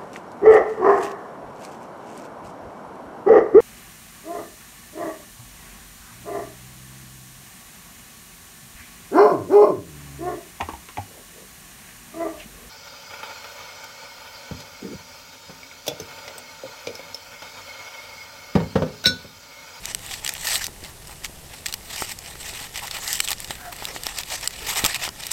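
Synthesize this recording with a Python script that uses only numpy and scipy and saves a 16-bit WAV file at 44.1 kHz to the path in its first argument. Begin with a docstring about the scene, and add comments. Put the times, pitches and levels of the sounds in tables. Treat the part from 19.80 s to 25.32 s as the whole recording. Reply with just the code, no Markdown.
"""Dough pressed into a paper-lined tin

Two hands press dough into a metal camping tin lined with baking paper, outdoors in a quiet wood.
Pushes drive stick-slip noise (paper on wall, fingers on paper) and wrinkle ticks; creases snap as
short resonant cracks. The hollow of the tin colours these. Folds scrape as gliding narrow-band
rings, the tin knocks in damped modes, the dough thuds in two low modes. Faint wavering tones with
a weak octave sound near 710 Hz. Still air rumbles faintly behind as coloured noise.
"""
import sys
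import numpy as np
from scipy import signal
from scipy.fft import rfft, irfft, next_fast_len
from scipy.io import wavfile

SR = 44100
rng = np.random.default_rng(int(sys.argv[2]) if len(sys.argv) > 2 else 0)


def to_wav(s):
    """Save 16-bit WAV."""
    ch = np.atleast_2d(s).T  # columns
    pcm = np.round(np.clip(ch, -1, 1) * 32767)  # PCM
    wavfile.write(sys.argv[1], SR, pcm.astype(np.int16))


N = 243520

# still outdoor air, spectrum: f/Hz, relative density/dB
AIR_SPECTRUM = [(20, -1), (55, 1), (100, -4), (160, -4.5), (240, -12), (400, -11.5), (700, -13.5),
                (1400, -19.5), (3000, -21), (7000, -21), (9500, -20), (14500, -25), (16000, -39)]
AIR_RMS_DB = -43.5
# pushes sliding the paper: t of greatest speed/s, length/s, relative level/dB, brightness/dB
STROKES = [(0.084, 0.11, -37.5, -2.5), (0.313, 0.16, -36.5, 2), (0.489, 0.12, -36.5, -1.5),
           (0.565, 0.017, -35, 0), (0.718, 0.16, -26.5, 6), (0.835, 0.076, -32.5, 7),
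           (1.054, 0.055, -41, -3.5), (1.31, 0.05, -51.5, -4), (1.454, 0.032, -35, 0.5),
           (1.754, 0.12, -44.5, -2.5), (1.889, 0.053, -39, 3), (2.19, .17, -32, 4), (2.31, .06, -36.5, 3),
           (2.479, 0.16, -42, 0.5), (2.669, 0.13, -35.5, 5), (2.81, 0.15, -37, -1.5),
           (2.981, 0.083, -32.5, 0.5), (3.049, 0.078, -37.5, 0.5), (3.15, 0.071, -33, -1.5),
           (3.324, 0.17, -30.5, 8), (3.447, 0.026, -33, 12), (3.508, 0.063, -32, 5), (3.614, 0.1, -42, 7),
           (3.718, 0.15, -42, 1), (4.066, 0.2, -40, -5.5), (4.162, 0.037, -34.5, 1.5),
           (4.286, 0.14, -36.5, 1), (4.396, 0.053, -31.5, -1.5), (4.538, 0.1, -31.5, 2.5),
           (4.642, 0.052, -31.5, 0), (4.803, 0.2, -38.5, -2), (4.907, 0.066, -26.5, 3),
           (4.985, 0.046, -23, 0.5), (5.086, 0.15, -30.5, -2), (5.157, 0.029, -28, 1.5),
           (5.243, 0.068, -27.5, -1.5), (5.45, 0.17, -38, 0.5), (5.515, 0.014, -28, 5)]
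# share of a push spent gathering speed; a higher power flattens the top
SWELL_SHARE, SWELL_POWER, RELEASE_POWER = 0.56, 1.59, 2.2
# the paper never lies quite still under the hands
REST_REL_DB, REST_BRIGHTNESS_DB = -54.5, 3
# paper sliding on the wall, spectrum: f/Hz, relative density/dB
SLIDE_SPECTRUM = [(200, -19), (700, 0.5), (1400, -5), (2200, 1), (4000, 1.5), (6000, 1.5), (8500, -2),
                  (10000, -6), (13000, -8.5), (16000, -17)]
# fingertips dragging on dough-backed paper: t of greatest speed/s, length/s, relative level/dB
RUBS = [(0.258, 0.062, -42.5), (1.074, 0.084, -52.5), (1.315, 0.072, -52.5), (1.934, 0.1, -47.5),
        (2.73, 0.15, -48), (3.048, 0.058, -38), (3.215, 0.23, -46), (3.517, 0.034, -35),
        (3.89, 0.36, -48.5), (4.129, 0.15, -49), (4.534, 0.066, -48.5), (4.982, 0.22, -39),
        (5.05, 0.023, -28.5)]
# finger friction, spectrum: f/Hz, relative density/dB
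RUB_SPECTRUM = [(100, 1), (300, -7.5), (600, -4), (900, 2), (1400, -3.5), (2500, -4), (5000, -5.5),
                (12000, -8)]
# every stroke drags the fingers too, at this gain on the stroke
STROKE_RUB_REL_DB = -25
# large creases buckling: t/s, relative level/dB, f/Hz, t60/s
LARGE_CREASES = [(0.0558, -16, 5430, 0.0092), (0.1481, -12.5, 5540, 0.0065), (0.339, -19, 3180, .024),
                 (0.447, -17, 4900, 0.014), (0.4631, -15.5, 4500, 0.013), (0.477, -14.5, 5600, .012),
                 (0.4916, -12, 4200, .012), (0.5378, -20.5, 8400, 0.0064), (0.6705, -13, 4930, 0.013),
                 (0.756, -13.5, 4360, .006), (0.8418, -15.5, 5240, 0.014), (0.8669, -17, 7460, .007),
                 (1.039, -28, 4500, .009), (1.447, -18.5, 3580, 0.012), (1.859, -14.5, 3390, .022),
                 (1.865, -15.5, 7100, 0.0082), (1.8849, -23, 5600, .009), (1.9259, -19, 4230, .009),
                 (1.9395, -14, 5800, 0.016), (2.3884, -23.5, 6460, 0.014), (3.0792, -25, 2795, .011),
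                 (3.111, -17.5, 4000, 0.02), (3.2783, -15, 4800, 0.0083), (3.3293, -10, 8100, .01),
                 (3.403, -6.5, 5160, 0.011), (3.476, -17, 4270, 0.012), (3.4852, -14, 4170, .015),
                 (3.5062, -12.5, 6700, .004), (3.5159, -12.5, 4960, 0.024), (3.5302, -16, 4500, .009),
                 (3.6031, -21, 7300, .003), (3.645, -21.5, 4800, 0.016), (3.7067, -17, 2646, 0.014),
                 (4.053, -16.5, 5200, .008), (4.2349, -19.5, 5810, 0.0074), (4.2672, -12.5, 4900, 0.0089),
                 (4.3863, -14.5, 5850, 0.013), (4.434, -22, 4180, 0.01), (4.675, -9, 6430, .012),
                 (5.0425, -9, 3670, .003), (5.049, -8, 4130, 0.0072), (5.0617, -6, 5680, 0.018),
                 (5.145, -14, 5570, .012), (5.2895, -19.5, 4170, .01), (5.4673, -18, 6630, .015),
                 (5.5156, -13, 6470, 0.024)]
# small creases: rate and strength at mean stroke speed; exponents tie both to speed
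SMALL_SNAPS_PER_S, SMALL_RATE_EXPONENT = 11, 0.7
SMALL_SNAP_REL_DB, SMALL_SNAP_SPREAD_DB, SMALL_STRENGTH_EXPONENT = -27.5, 2.5, 0.47
SMALL_SNAP_HZ, SMALL_SNAP_SPREAD_OCTAVES = 4920, 0.38
SMALL_SNAP_T60_S, SMALL_SNAP_T60_SPREAD_OCTAVES = 0.0086, 0.5
# resonances and notches of the hollow between tin and hands, then a lift near 8 kHz, a dip near 10 kHz and a
# bump near 12 kHz in the treble: f/Hz, width/Hz, level/dB
PAPER_COLOUR_BANDS = [(833, 170, 6), (1280, 330, 5.5), (1570, 120, -2.5), (1884, 335, 7), (2440, 320, 2.5),
                      (2906, 154, 5), (3620, 320, 1.5), (6460, 970, -3.5), (8200, 1900, 7), (9860, 2320, -8),
                      (12200, 2200, 4)]
# one fold or fingertip ringing: t/s, length/s, first f/Hz, last f/Hz, relative level/dB
SCRAPES = [(0.753, 0.0088, 4220, 4070, -21), (0.808, 0.018, 1844, 1710, -29), (0.857, .09, 476, 300, -53.5),
           (3.016, 0.05, 946, 883, -36.5), (3.239, 0.12, 1944, 1880, -37), (3.421, 0.046, 4560, 3380, -38),
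           (3.76, .16, 1506, 1613, -47), (4.039, .2, 560, 380, -46), (4.499, 0.068, 751, 704, -41),
           (4.783, .16, 378.4, 475.5, -45.5), (5.136, 0.037, 2546, 2493, -29.5),
           (5.269, 0.037, 1096, 794, -41.5)]
# tin knocking on its board: t/s, relative level/dB
KNOCKS = [(0.882, -32.5), (1.295, -37.5), (2.2219, -16.5), (2.555, -32), (2.731, -33), (3.476, -34),
          (3.517, -32), (3.707, -23.5), (4.024, -28), (4.163, -26), (4.268, -26.5), (5.041, -27.5),
          (5.049, -26), (5.064, -29), (5.278, -23.5), (5.293, -32)]
# tin modes, damped by the dough: f/Hz, relative level/dB, t60/s
TIN_MODES = [(255, -39, 0.013), (399, -14, 0.044), (640, -19, 0.027), (860, 2, 0.012), (890, -8, 0.014),
             (1300, 2.5, 0.011), (1900, -6.5, 0.025)]
# hands pressing the dough: t/s, relative level/dB
THUDS = [(0.891, -34), (1.03, -32), (1.496, -34.5), (2.223, -43.5), (2.813, -38), (3.698, -36),
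         (5.039, -16.5), (5.091, -35)]
# faint wavering tones: t loudest/s, length/s, f/Hz, relative level/dB
WAVERING_TONES = [(3.83, 0.073, 713, -47.5), (3.885, 0.05, 710, -36.5)]
CUTOFF_HZ = 16000


def from_db(db):
    """Decibels to gain."""
    return 10 ** (np.asarray(db) / 20)


def rms_one(x):
    """Scale to rms 1."""
    return x / np.sqrt(np.mean(x ** 2) + 1e-20)


def add(out, t_s, sound):
    """Mix a short sound in at t_s."""
    start = int(np.clip(round(t_s * SR), 0, N - 1))
    out[start:start + len(sound)] += sound[:N - start]


def coloured(x, spectrum):
    """Shape noise by a spectrum interpolated over log frequency; rms 1."""
    hz, db = np.transpose(spectrum)
    size = next_fast_len(N)
    bins_hz = np.maximum(np.fft.rfftfreq(size, 1 / SR), 1)
    gain = from_db(np.interp(np.log(bins_hz), np.log(hz), db))
    return rms_one(irfft(rfft(x, size) * gain, size)[:N])


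def drift(rate_hz):
    """Random values at rate_hz joined by straight lines; spread about 1."""
    knots = rng.standard_normal(N // 20)
    walk = np.interp(np.arange(N) * rate_hz / SR, np.arange(len(knots)), knots)
    return walk * np.sqrt(3 / 2)   # makes up the spread lost between knots


def band(x, hz, q):
    """One resonance, gain 1 at its centre."""
    w = 2 * np.pi * np.clip(hz, 20, SR / 3) / SR
    damp = np.sin(w) / (2 * q)
    return signal.lfilter([damp, 0, -damp], [1 + damp, -2 * np.cos(w), 1 - damp], x)


def slips(per_s, spread_db):
    """Random stick-slip clicks of either sign: many small, a few larger."""
    sizes = from_db(spread_db * np.minimum(rng.exponential(1, N), 3.5))
    return (rng.random(N) < per_s / SR) * sizes * rng.choice([-1, 1], N)


def outdoor_air():
    """Still air is steady noise, strongest in the bass."""
    return from_db(AIR_RMS_DB) * coloured(rng.standard_normal(N), AIR_SPECTRUM)


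def push_gain(peak_s, length_s, db):
    """A push swells to its peak, then stops a little faster."""
    t = np.arange(N) / SR - peak_s
    near = np.abs(t) < 3 * length_s
    t = t[near]
    swell = np.abs(t / (length_s * SWELL_SHARE)) ** SWELL_POWER
    release = np.abs(t / (length_s * (1 - SWELL_SHARE))) ** RELEASE_POWER
    gain = np.zeros(N)
    gain[near] = from_db(db) * np.exp(-np.where(t < 0, swell, release))
    return gain


def hand_motion():
    """Stroke gain and brightness/dB; where strokes overlap, the stronger dominates the brightness."""
    power = np.full(N, from_db(REST_REL_DB) ** 2)
    weighted_db = power * REST_BRIGHTNESS_DB
    for peak_s, length_s, db, brightness_db in STROKES:
        own = push_gain(peak_s, length_s, db) ** 2
        power = power + own
        weighted_db = weighted_db + own * brightness_db
    return np.sqrt(power), weighted_db / power


def fluttering(x, depth_db, rate_hz):
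    """The sheet bends as it moves, so its bands swell and fade each on their own."""
    centres_hz = np.geomspace(700, 14000, 26)
    size = next_fast_len(N)
    bins_hz, spectrum = np.fft.rfftfreq(size, 1 / SR), rfft(x, size)
    total = np.zeros(N)
    for own in np.eye(len(centres_hz)):
        part = irfft(spectrum * np.interp(bins_hz, centres_hz, own), size)[:N]
        total += part * from_db(depth_db * drift(rate_hz))
    return rms_one(total)


def sliding_paper(stroke, brightness_db, slips_per_s, spread_db, judder_db, pivot_hz, level_db):
    """Stiff paper drags in thousands of tiny slips; a firm stroke packs them into a smooth hiss."""
    grain = coloured(slips(slips_per_s, spread_db), SLIDE_SPECTRUM)
    hiss = coloured(rng.standard_normal(N), SLIDE_SPECTRUM)
    firm = stroke / (stroke + np.mean(stroke))
    mixed = np.sqrt(1 - firm) * grain + np.sqrt(firm) * hiss
    friction = fluttering(mixed, depth_db=2.5, rate_hz=28)
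    # free paper sounds bright, paper under a finger dull
    dull = signal.sosfiltfilt(signal.butter(2, pivot_hz, fs=SR, output="sos"), friction)
    tilt = from_db(brightness_db / 2)
    tilted = dull / tilt + (friction - dull) * tilt
    return tilted * stroke * from_db(level_db + judder_db * drift(160))


def crinkles(stroke, per_s, spread_db, q, follow, level_db):
    """Small wrinkles flip, each ringing at a pitch set by its size; `follow` ties level to stroke."""
    pitches_hz = np.geomspace(1800, 12000, 12)
    clicks = slips(per_s, spread_db)
    dealt = rng.integers(0, len(pitches_hz), N)
    rings = np.zeros(N)
    for k, hz in enumerate(pitches_hz):
        own = clicks * (dealt == k) + 1e-18   # offset avoids denormals
        rings += band(own, hz, q) / np.sqrt(hz)   # evens ring energy over pitch
    return rms_one(rings) * stroke ** follow * from_db(level_db)


def rubbing_fingers(stroke, slips_per_s, spread_db, judder_db, level_db):
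    """Skin on paper backed by dough makes a duller, coarser friction."""
    grain = coloured(slips(slips_per_s, spread_db), RUB_SPECTRUM)
    power = (stroke * from_db(STROKE_RUB_REL_DB)) ** 2
    for rub in RUBS:
        power = power + push_gain(*rub) ** 2
    return grain * np.sqrt(power) * from_db(level_db + judder_db * drift(70))


def small_creases(stroke):
    """Chance snaps as LARGE_CREASES rows; a faster stroke makes them more frequent and stronger."""
    speed = stroke / np.mean(stroke)
    chance = SMALL_SNAPS_PER_S * speed ** SMALL_RATE_EXPONENT / SR
    born = np.flatnonzero(rng.random(N) < chance)
    strength, size, ring = rng.standard_normal((3, len(born)))
    db = SMALL_SNAP_REL_DB + SMALL_SNAP_SPREAD_DB * strength
    db = db + SMALL_STRENGTH_EXPONENT * 20 * np.log10(speed[born])
    hz = SMALL_SNAP_HZ * 2 ** (SMALL_SNAP_SPREAD_OCTAVES * size)
    t60_s = SMALL_SNAP_T60_S * 2 ** (SMALL_SNAP_T60_SPREAD_OCTAVES * ring)
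    return list(zip(born / SR, db, hz, t60_s))


def snapping_creases(creases, crack, q, rise_s, facet_share, facet_octaves, low_hz, level_db):
    """A crease gives way with a crack, and the facets around it flutter for a few milliseconds."""
    out, t = np.zeros(N), np.arange(SR // 20) / SR
    # a small facet radiates little bass
    no_bass = signal.butter(2, low_hz, "high", fs=SR, output="sos")
    for t_s, db, hz, t60_s in creases:
        facets = 2 ** (facet_octaves * rng.uniform(-1.07, 1, 3))
        flutter = rng.standard_normal(len(t))
        force = flutter * np.minimum(t / rise_s, 1) ** 2 * from_db(-60 * t / t60_s)
        force[int(rise_s * SR)] += crack
        rings = sum(band(force, hz * size, 14) for size in facets)
        snap = signal.sosfilt(no_bass, band(force, hz, q) + facet_share * rings)
        # level sets the energy of the whole snap
        add(out, t_s - rise_s / 2, snap / np.linalg.norm(snap) * from_db(db + level_db))
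    return out


def hollow(x):
    """The space between tin and hands lifts some bands and cancels others; the treble is also lifted near 8
    kHz, cut near 10 kHz and lifted near 12 kHz."""
    for hz, width_hz, db in PAPER_COLOUR_BANDS:
        lift = from_db(db / 2)
        damp = np.pi * width_hz / SR
        turn = -2 * np.cos(2 * np.pi * hz / SR)
        zeros = [1 + damp * lift, turn, 1 - damp * lift]
        poles = [1 + damp / lift, turn, 1 - damp / lift]
        x = signal.lfilter(zeros, poles, x)
    return x


def ringing_scrapes(damping_hz, width_share, level_db):
    """Friction feeds one resonance, whose pitch glides as the free length of the fold changes."""
    out = np.zeros(N)
    for t_s, length_s, first_hz, last_hz, db in SCRAPES:
        count = int(length_s * SR)
        # the dough damps every ring, widening its band
        narrow = signal.butter(2, damping_hz + first_hz * width_share, fs=SR, output="sos")
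        a, b = signal.sosfilt(narrow, rng.standard_normal((2, SR // 2)))[:, -count:]
        phase = 2 * np.pi * np.cumsum(np.linspace(first_hz, last_hz, count)) / SR
        ring = rms_one(a * np.cos(phase) + b * np.sin(phase))
        add(out, t_s, ring * np.sqrt(np.hanning(count)) * from_db(db + level_db))
    return out


def knocking_tin(variety_db, contact_db, contact_t60_s, level_db):
    """A short hard contact strikes the tin's modes, with fresh mode strengths at each knock."""
    out, t = np.zeros(N), np.arange(SR // 8) / SR
    for t_s, db in KNOCKS:
        modes = np.zeros(len(t))
        for hz, mode_db, t60_s in TIN_MODES:
            own_db = mode_db + variety_db * rng.normal()
            modes += np.sin(2 * np.pi * hz * t) * from_db(own_db - 60 * t / t60_s)
        contact = band(rng.standard_normal(len(t)), 1000, 0.27)
        contact = contact * from_db(contact_db - 60 * t / contact_t60_s)
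        add(out, t_s, (modes + contact) * from_db(db + level_db))
    return out


def dough_thuds(push_s, low_hz, high_hz, q, level_db):
    """A push on the dough is a soft pulse that shakes tin and board in two low, dead modes."""
    out, t = np.zeros(N), np.arange(SR // 6) / SR
    push = t / push_s * np.exp(-t / push_s)
    thud = band(push, low_hz, q) + band(push, high_hz, q)
    for t_s, db in THUDS:
        add(out, t_s, thud / np.abs(thud).max() * from_db(db + level_db))
    return out


def wavering_tone(jitter, overtone_db, judder_db):
    """Faint tones of randomly wavering pitch and level, each a sine with a weak octave."""
    out = np.zeros(N)
    for peak_s, length_s, hz, db in WAVERING_TONES:
        phase = 2 * np.pi * np.cumsum(hz * (1 + jitter * drift(200))) / SR
        tone = rms_one(np.sin(phase) + from_db(overtone_db) * np.sin(2 * phase))
        # same swell and release shape as a push
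        out += tone * push_gain(peak_s, length_s, db) * from_db(judder_db * drift(90))
    return out


def scene():
    """Friction, crinkles and snaps pass through the hollow; all other layers bypass it."""
    air = outdoor_air()
    stroke, brightness_db = hand_motion()
    slide = sliding_paper(stroke, brightness_db, slips_per_s=4000, spread_db=1.5, judder_db=2.5,
                          pivot_hz=4800, level_db=-0.5)
    wrinkles = crinkles(stroke, per_s=260, spread_db=2.5, q=9.3, follow=1, level_db=-9.5)
    # stray wrinkles keep ticking as the paper relaxes between strokes
    stray = crinkles(stroke, per_s=27, spread_db=4.5, q=3.0, follow=0.48, level_db=-36)
    rub = rubbing_fingers(stroke, slips_per_s=3600, spread_db=3.0, judder_db=5, level_db=1)
    creases = list(LARGE_CREASES) + small_creases(stroke)
    snaps = snapping_creases(creases, crack=2.14, q=0.86, rise_s=0.00068, facet_share=1.0,
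                             facet_octaves=0.69, low_hz=850, level_db=14.5)
    paper = hollow(slide + wrinkles + stray + rub + snaps)
    scrapes = ringing_scrapes(damping_hz=70.4, width_share=0.04, level_db=0.5)
    knocks = knocking_tin(variety_db=3, contact_db=4, contact_t60_s=0.0073, level_db=-2.0)
    thuds = dough_thuds(push_s=0.00037, low_hz=87, high_hz=300, q=1.06, level_db=2.5)
    tones = wavering_tone(jitter=0.0315, overtone_db=-10, judder_db=0.5)
    return (air + paper + scrapes + knocks + thuds + tones)[None]


def record(dry):
    """Clip at full scale, then low-pass steeply."""
    low_pass = signal.ellip(14, 0.1, 95, CUTOFF_HZ, fs=SR, output="sos")
    return signal.sosfilt(low_pass, np.clip(dry, -1, 1))


dry = scene()
out = record(dry)
to_wav(out)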